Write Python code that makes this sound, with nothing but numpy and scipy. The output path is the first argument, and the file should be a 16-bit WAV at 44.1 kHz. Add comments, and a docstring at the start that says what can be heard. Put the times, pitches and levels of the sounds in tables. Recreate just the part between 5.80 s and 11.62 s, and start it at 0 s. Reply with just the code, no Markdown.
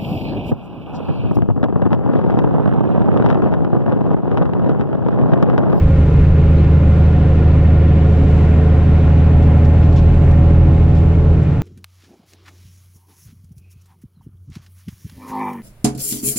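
"""Coach interior, diesel pulling on a main road

Inside a coach, a phone by the window, its two microphone ports giving left and right. A six-cylinder diesel
gains speed slowly: sines at multiples of its cycle swell through floor and body until the throttle lifts.
Road and tyre roar is noise coloured by the cabin; trim rattles and a squeak are bursts of filtered ticks,
and two steady hums, likely electric fans, run beneath. Levels are before the gain in record()."""
import sys
import numpy as np
from scipy import signal
from scipy.fft import rfft, irfft
from scipy.io import wavfile
from scipy.ndimage import uniform_filter1d, minimum_filter1d

SR = 44100
rng = np.random.default_rng(int(sys.argv[2]) if len(sys.argv) > 2 else 0)


def log_audio(samples):
    """Write samples as a 16-bit WAV file to the path given in sys.argv[1]."""
    # one column per channel
    frames = np.atleast_2d(samples).T
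    # limit to full scale, then quantise
    limited = np.clip(frames, -1, 1)
    pcm = np.round(limited * 32767).astype(np.int16)
    wavfile.write(sys.argv[1], SR, pcm)


N = 256662

# Road roar through the body, alike at both ports, before the cabin rings: f/Hz, density/dB per Hz
ROAD_ROAR = [(18, -47), (65, -42.5), (110, -44.5), (170, -50), (200, -54), (400, -60), (800, -66.5),
             (1500, -73), (2600, -77.5), (4500, -93.5), (7500, -100), (9500, -109), (13200, -120),
             (14500, -134)]
# Scattered cabin sound, opposite at the two ports, before the cabin rings: f/Hz, density/dB per Hz
SCATTERED_ROAR = [(18, -76.5), (70, -62), (150, -68), (300, -77), (700, -70), (1000, -77.5), (1900, -85.5),
                  (2400, -82.5), (3200, -91.5), (5000, -95.5), (7500, -99), (9500, -109), (12500, -118),
                  (14500, -135)]
# Cabin and panel resonances and notches: f/Hz, width/Hz, boost/dB
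CABIN_RINGS = [(41, 5, 2.5), (141, 10, 11), (275, 30, 4), (432, 44, 7), (490, 30, -4), (529, 32, 5.5),
               (613, 13, -6), (640, 40, 3), (690, 20, -3.5), (880, 60, 2), (896, 27, -4), (1035, 100, 3.5),
               (1350, 36, 3.5), (1428, 36, 4), (1850, 50, 6), (1920, 63, -4), (2130, 90, 3),
               (2370, 28, 0.5), (2480, 55, 3.5), (2660, 35, 1.5), (2890, 23, 5), (3000, 34, 0.5),
               (3440, 50, 1.5), (3280, 80, -1.5), (3750, 73, 3.5), (4200, 230, 2.5)]
# Slow swell of the roar, bands centred up to 60 Hz: t/s, level/dB
DEEP_SWELL = [(0, 8.5), (1.2, 1), (2.3, 1), (3.4, 0), (4.2, 3.5), (4.8, 3), (5.82, 1.5)]
# Slow swell of the tyre hiss, bands centred above 900 Hz: t/s, level/dB
HISS_SWELL = [(0, 0), (1.5, 0), (2.5, .5), (3.9, .5), (4.5, -0.24), (5.82, -2)]
# Further swell of the hiss, bands centred above 5 kHz: t/s, level/dB
TREBLE_SWELL = [(0, -1.5), (2.1, -1.5), (2.4, 1), (3.2, -1.5), (4.2, 1), (5.3, 0), (5.82, -0.5)]
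# Tones that keep their pitch, likely electric fans: f/Hz, level at start/dB, level at end/dB
FAN_HUMS = [(104, -22.5, -30), (73, -36, -33)]
# Trim rattles: t/s, level before decay/dB, centre f/Hz, length/s, left minus right/dB
TRIM_RATTLES = [(2.734, -57, 6000, .015, -1), (3.624, -55, 6500, .03, 8), (3.844, -47.5, 6000, .02, 6),
                (4.03, -52, 3800, .025, 3), (4.127, -52, 7500, .008, -11), (4.16, -43, 5000, .02, -4),
                (4.178, -45, 4600, .024, -.5), (4.375, -59, 7500, .012, 1), (4.508, -54, 7800, .024, -7),
                (5.09, -59, 6500, .03, 6), (5.15, -53.5, 5800, .065, -1), (5.63, -56, 8500, .015, 3),
                (5.72, -57, 6500, .02, 1)]
# Trim squeaks: t/s, level before decay/dB, centre f/Hz, length/s, left minus right/dB
TRIM_SQUEAKS = [(.762, -55, 4150, .038, 8)]
# What the trim rings with: f/Hz, width/Hz, boost/dB
TRIM_RINGS = [(2650, 250, 6), (3450, 300, 7), (4150, 350, 4), (5400, 500, 6), (7200, 500, 6)]
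# Four-stroke cycle rate of the engine, six firings a cycle: t/s, f/Hz
CYCLE_RATE = [(0.0, 13.112), (0.5, 13.119), (1.0, 13.181), (1.5, 13.206), (2.0, 13.196), (2.5, 13.255),
              (3.0, 13.251), (3.5, 13.348), (4.0, 13.414), (4.5, 13.487), (5.0, 13.57), (5.3, 13.605),
              (5.55, 13.59), (5.82, 13.55)]
# Engine tones before load and body resonance: multiple of the cycle, level/dB
ENGINE_TONES = [(3, -34), (6, -12.8), (7, -36.9), (9, -59.4), (10, -28.2), (11, -51.5), (12, -24.3),
                (13, -52.4), (14, -55.3), (15, -52.5), (16, -41.6), (18, -51.6), (19, -44.7), (20, -48.8),
                (21, -45.9), (22, -40.6), (23, -44.7), (24, -46.5), (25, -60.0), (26, -56.8), (27, -46.9),
                (28, -48.2), (30, -56.7), (31, -61.1), (32, -60.5), (33, -62.6), (34, -66.5), (35, -56.5),
                (36, -55.3), (38, -59.1), (39, -48.8), (42, -46.8), (43, -60.4), (44, -62.0), (45, -55.3),
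                (46, -60.5), (48, -57.1), (50, -62.3), (51, -59.7), (53, -65.5), (54, -56.5), (55, -58.5),
                (56, -58.0), (57, -66.5), (59, -64.7), (60, -67.5), (62, -64.5), (63, -65.5), (66, -67.0),
                (80, -66.5)]
# Shafts, pumps and a gear mesh geared to the engine, likewise: multiple of the cycle, level/dB
GEARED_TONES = [(1.6, -28.5), (20.45, -35.5), (40.9, -47.5), (108, -69.5)]
# Floor and body resonances that engine tones cross as the speed rises: f/Hz, width/Hz, boost/dB
BODY_RINGS = [(40.55, .9, 14), (94.7, 1.4, 7.6), (120.7, 5.4, 21.0), (122.8, 8.1, 21.0), (148, 9, 20.1),
              (170.8, 1.6, 15.8), (184.2, 9.4, 21.0), (199.6, 11.7, 20.9), (242.1, 10.9, 21.0),
              (264.6, 3.5, 11.5), (326.1, 10.3, 12.5), (343.4, 9.3, 21.0), (375.9, 4.9, 5.1),
              (414.7, 26.7, 20.2), (437.3, 6.5, 15.1), (454.2, 23.2, 19.6), (502.7, 4.8, 10.4),
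              (538.0, 13.0, 8.5), (561.9, 5.1, 6.9), (585.6, 20.3, 13.4), (642.0, 24.7, 10.5),
              (672.2, 9.0, 6.9), (729.0, 42.0, 15.5), (812, 20, 11), (845.0, 24, 21.0),
              (1079.4, 21.6, 14.4), (1422, 44, 20)]
# Multiples that crest together and give each firing its sharp top
CRESTING_TONES = (3, 6, 12)
# Multiples that dip while those crest, which evens out the firings
DIPPING_TONES = (7, 9, 10, 15)
# Level tilt of body-borne sound between the ports: f/Hz, left minus right/dB
PORT_TILT = [(60, -0.5), (94, -0.5), (150, -0.5), (230, -0.5), (350, -1.5), (550, -1.5), (860, -1.5),
             (1340, 1.0), (2090, 2.5), (3260, 1.5)]
# Phase lead of body-borne sound at the left port: f/Hz, lead/rad
PORT_PHASE = [(0, -.03), (430, .3), (750, .4), (1100, 0), (2000, -.45), (2700, -.95), (3450, -.7)]

RATTLE_WIDTH, SQUEAK_WIDTH = 1.1, .05  # bandwidth, as a share of the centre
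# Load on the engine: harder pull while gaining speed, then the throttle lifts
PULL_DB_PER_HZ_S, USUAL_GAIN_HZ_S = 10, .1
LIFT_S, LIFT_LENGTH_S, LIFT_DB = 5.66, .05, -12
KNOCK_LEADS_S = .36  # the sharpest knock dies away first as the fuel is cut
KNOCK_FROM_S, KNOCK_RISE_S, KNOCK_RISE_DB = 1.12, .06, 6  # the upper knock swells in here
GRAIN_DB, GRAIN_RAD = 2.1, .2  # random wander of each tone's level and phase, full on the middle tones
CREST_LEAN_RAD = .008  # per multiple squared: each firing falls faster than it rises
TOP_HZ = 15600  # where the top is cut


def undb(db):
    """Decibels to gain."""
    return 10 ** (np.asarray(db) / 20)


def curves(table):
    """Columns of a time table, one value a sample."""
    t, *columns = np.transpose(table)
    return [np.interp(np.arange(N) / SR, t, column) for column in columns]


def walk(rate):
    """Random values held for 1 / rate s and slewed twice; spread near 1."""
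    hold = int(SR / rate)
    steps = np.repeat(rng.standard_normal(N // hold + 1), hold)
    return 1.71 * uniform_filter1d(uniform_filter1d(steps, hold), hold)[:N]


def boost(table, hz):
    """Summed dB of resonances at the given frequencies, each a bell around its centre."""
    return sum(boost_db / (1 + (2 * (hz - f) / width) ** 2) for f, width, boost_db in table)


def noise(hz, points):
    """Spectrum of a noise with the given density over log frequency, coloured by the cabin."""
    f, density_db = np.transpose(points)
    db = np.interp(np.log(hz), np.log(f), density_db) + boost(CABIN_RINGS, hz)
    return rfft(rng.standard_normal(N)) * undb(db) * np.sqrt(SR / 2)


def surface(spectrum, hz):
    """Octave bands of the roar flicker on their own; the deepest and the hiss also swell slowly."""
    deep_db, = curves(DEEP_SWELL)
    hiss_db, = curves(HISS_SWELL)
    treble_db, = curves(TREBLE_SWELL)
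    roar = np.zeros(N)
    for centre in 30 * 2. ** np.arange(10):
        octaves_away = np.log2(np.clip(hz, 30, 15360) / centre)
        band = irfft(spectrum * np.clip(1 - abs(octaves_away), 0, 1), N)
        flicker_db = .5 + .22 * np.clip(np.log2(centre / 900), 0, 1)
        level_db = deep_db * (centre <= 60) + hiss_db * (centre > 900) + treble_db * (centre > 5000)
        roar += band * undb(level_db + flicker_db * walk(9))
    return roar


def fans():
    """Steady sine hums that waver a little in pitch and level."""
    hum = np.zeros(N)
    for hz, start_db, end_db in FAN_HUMS:
        wavering_hz = hz * (1 + .004 * walk(2))
        phase = 2 * np.pi * (np.cumsum(wavering_hz) / SR + rng.random())
        level_db = np.linspace(start_db, end_db, N) + 1.5 * walk(3.8)
        hum += np.sqrt(2) * undb(level_db) * np.sin(phase)
    return hum


def shake(table, width):
    """Each bump shakes a panel: dense uneven ticks through its resonance, partly unlike left and right."""
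    out = np.zeros((2, N))
    t = np.arange(4096) / SR
    for start_s, db, hz, length, pan_db in table:
        shape = np.clip(t / .001, 0, 1) * np.exp(-(t / length) ** 3)
        uneven_db = 3.5 * np.repeat(rng.standard_normal(128), 32)
        ticks = rng.standard_normal((3, 4096)) * undb(uneven_db)
        both_sides = ticks[:1] + .6 * ticks[1:]  # shared ticks plus each side's own
        edges = [hz * (1 - width / 2), hz * (1 + width / 2)]
        ring = signal.sosfilt(signal.butter(3, edges, "band", fs=SR, output="sos"), both_sides)
        ring = signal.lfilter(*signal.butter(2, 4500, fs=SR), ring)  # upholstery dulls the top
        ring = irfft(rfft(ring) * undb(boost(TRIM_RINGS, np.linspace(0, SR / 2, 2049))))
        side_db = db + np.array([[pan_db], [-pan_db]]) / 2
        ring = ring / ring.std() * shape * undb(side_db)
        i = int(start_s * SR)
        out[:, i:i + 4096] += ring[:, :N - i]
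    return out


def rattles():
    """Trim shaken into broad-band rattles and narrow-band squeaks."""
    return shake(TRIM_RATTLES, RATTLE_WIDTH) + shake(TRIM_SQUEAKS, SQUEAK_WIDTH)


def load(early=0):
    """Load in dB: follows the gain in speed, falls in a smooth step at the lift (early in s)."""
    hz, = curves(CYCLE_RATE)
    gain_hz_s = uniform_filter1d(np.gradient(hz) * SR, size=SR, mode="nearest")
    pull_db = PULL_DB_PER_HZ_S * (gain_hz_s - USUAL_GAIN_HZ_S)
    lift = (1 + np.tanh((np.arange(N) / SR + early - LIFT_S) / LIFT_LENGTH_S / 2)) / 2
    return (1 - lift) * pull_db + lift * LIFT_DB


def tones(table, crank, waver_db):
    """Sines locked to the crankshaft swell and fade as the speed carries them across resonances."""
    hz, = curves(CYCLE_RATE)
    turn = crank + 2 * np.pi * np.cumsum(hz) / SR
    load_db, knock_load_db = load(), load(KNOCK_LEADS_S)
    knock_held_back = 1 / (1 + np.exp((np.arange(N) / SR - KNOCK_FROM_S) / KNOCK_RISE_S))
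    steps = np.arange(0, N, 256)
    out = np.zeros(N)
    for multiple, db in table:
        body_db = np.interp(np.arange(N), steps, boost(BODY_RINGS, multiple * hz[steps]))
        # firing tone and sharp upper knock follow gas pressure most
        share = 1 if multiple in (3, 6) else .15 if multiple < 14 else .7
        level_db = db + body_db + share * (knock_load_db if 50 < multiple < 64 else load_db)
        # low tones hold steady, high ones throb
        level_db += waver_db * np.clip(np.log2(multiple / 8), .2, 1.) * walk(4.015)
        if 50 < multiple < 60:
            level_db -= KNOCK_RISE_DB * knock_held_back
        grain = 1 if 13 < multiple < 50 else .4 if multiple > 50 else .1
        level_db += grain * GRAIN_DB * walk(hz[0])
        start = 2 * np.pi * rng.random()
        if multiple in CRESTING_TONES + DIPPING_TONES:
            start = CREST_LEAN_RAD * multiple ** 2 + np.pi * (multiple in DIPPING_TONES)
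        phase = multiple * turn + start + grain * GRAIN_RAD * walk(hz[0])
        out += np.sqrt(2) * undb(level_db) * np.cos(phase)
    return out


def engine():
    """Whole multiples of the four-stroke cycle, and the parts geared to it."""
    crank = 2 * np.pi * rng.random()
    return tones(ENGINE_TONES, crank, waver_db=.7) + tones(GEARED_TONES, crank, waver_db=.8)


def scene():
    """Body-borne sound meets the two ports with a small lead and tilt; scattered sound is opposite in them."""
    hz = np.maximum(np.arange(N // 2 + 1) * SR / N, 1)
    scatter = surface(noise(hz, SCATTERED_ROAR), hz)
    body = surface(noise(hz, ROAD_ROAR), hz) + fans() + engine()
    # mirrored ends: the sound runs on, no step
    body = rfft(np.r_[body, body[:-4097:-1], body[4096:0:-1]])
    port_hz = np.linspace(0, SR / 2, len(body))
    tilt_db = np.interp(port_hz, *np.transpose(PORT_TILT))
    lead = np.interp(port_hz, *np.transpose(PORT_PHASE))
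    port = undb(tilt_db / 2) * np.exp(.5j * lead)  # half to each side
    left = irfft(body * port)[:N] + scatter
    right = irfft(body / port)[:N] - scatter
    return np.array([left, right]) + rattles()


def record(dry):
    """The phone cuts the deepest bass, its limiter turns the loudest swings down, and the top is cut."""
    clear = undb(1.65) * signal.sosfilt(signal.butter(2, 14, "high", fs=SR, output="sos"), dry)
    peak = -minimum_filter1d(-np.abs(clear).max(axis=0), size=900)  # running maximum
    knee, strength = .8, .6
    gain = uniform_filter1d(np.minimum(1, (knee / peak) ** strength), size=600)
    return signal.sosfilt(signal.ellip(8, .2, 70, TOP_HZ, fs=SR, output="sos"), clear * gain)


dry = scene()
out = record(dry)
log_audio(out)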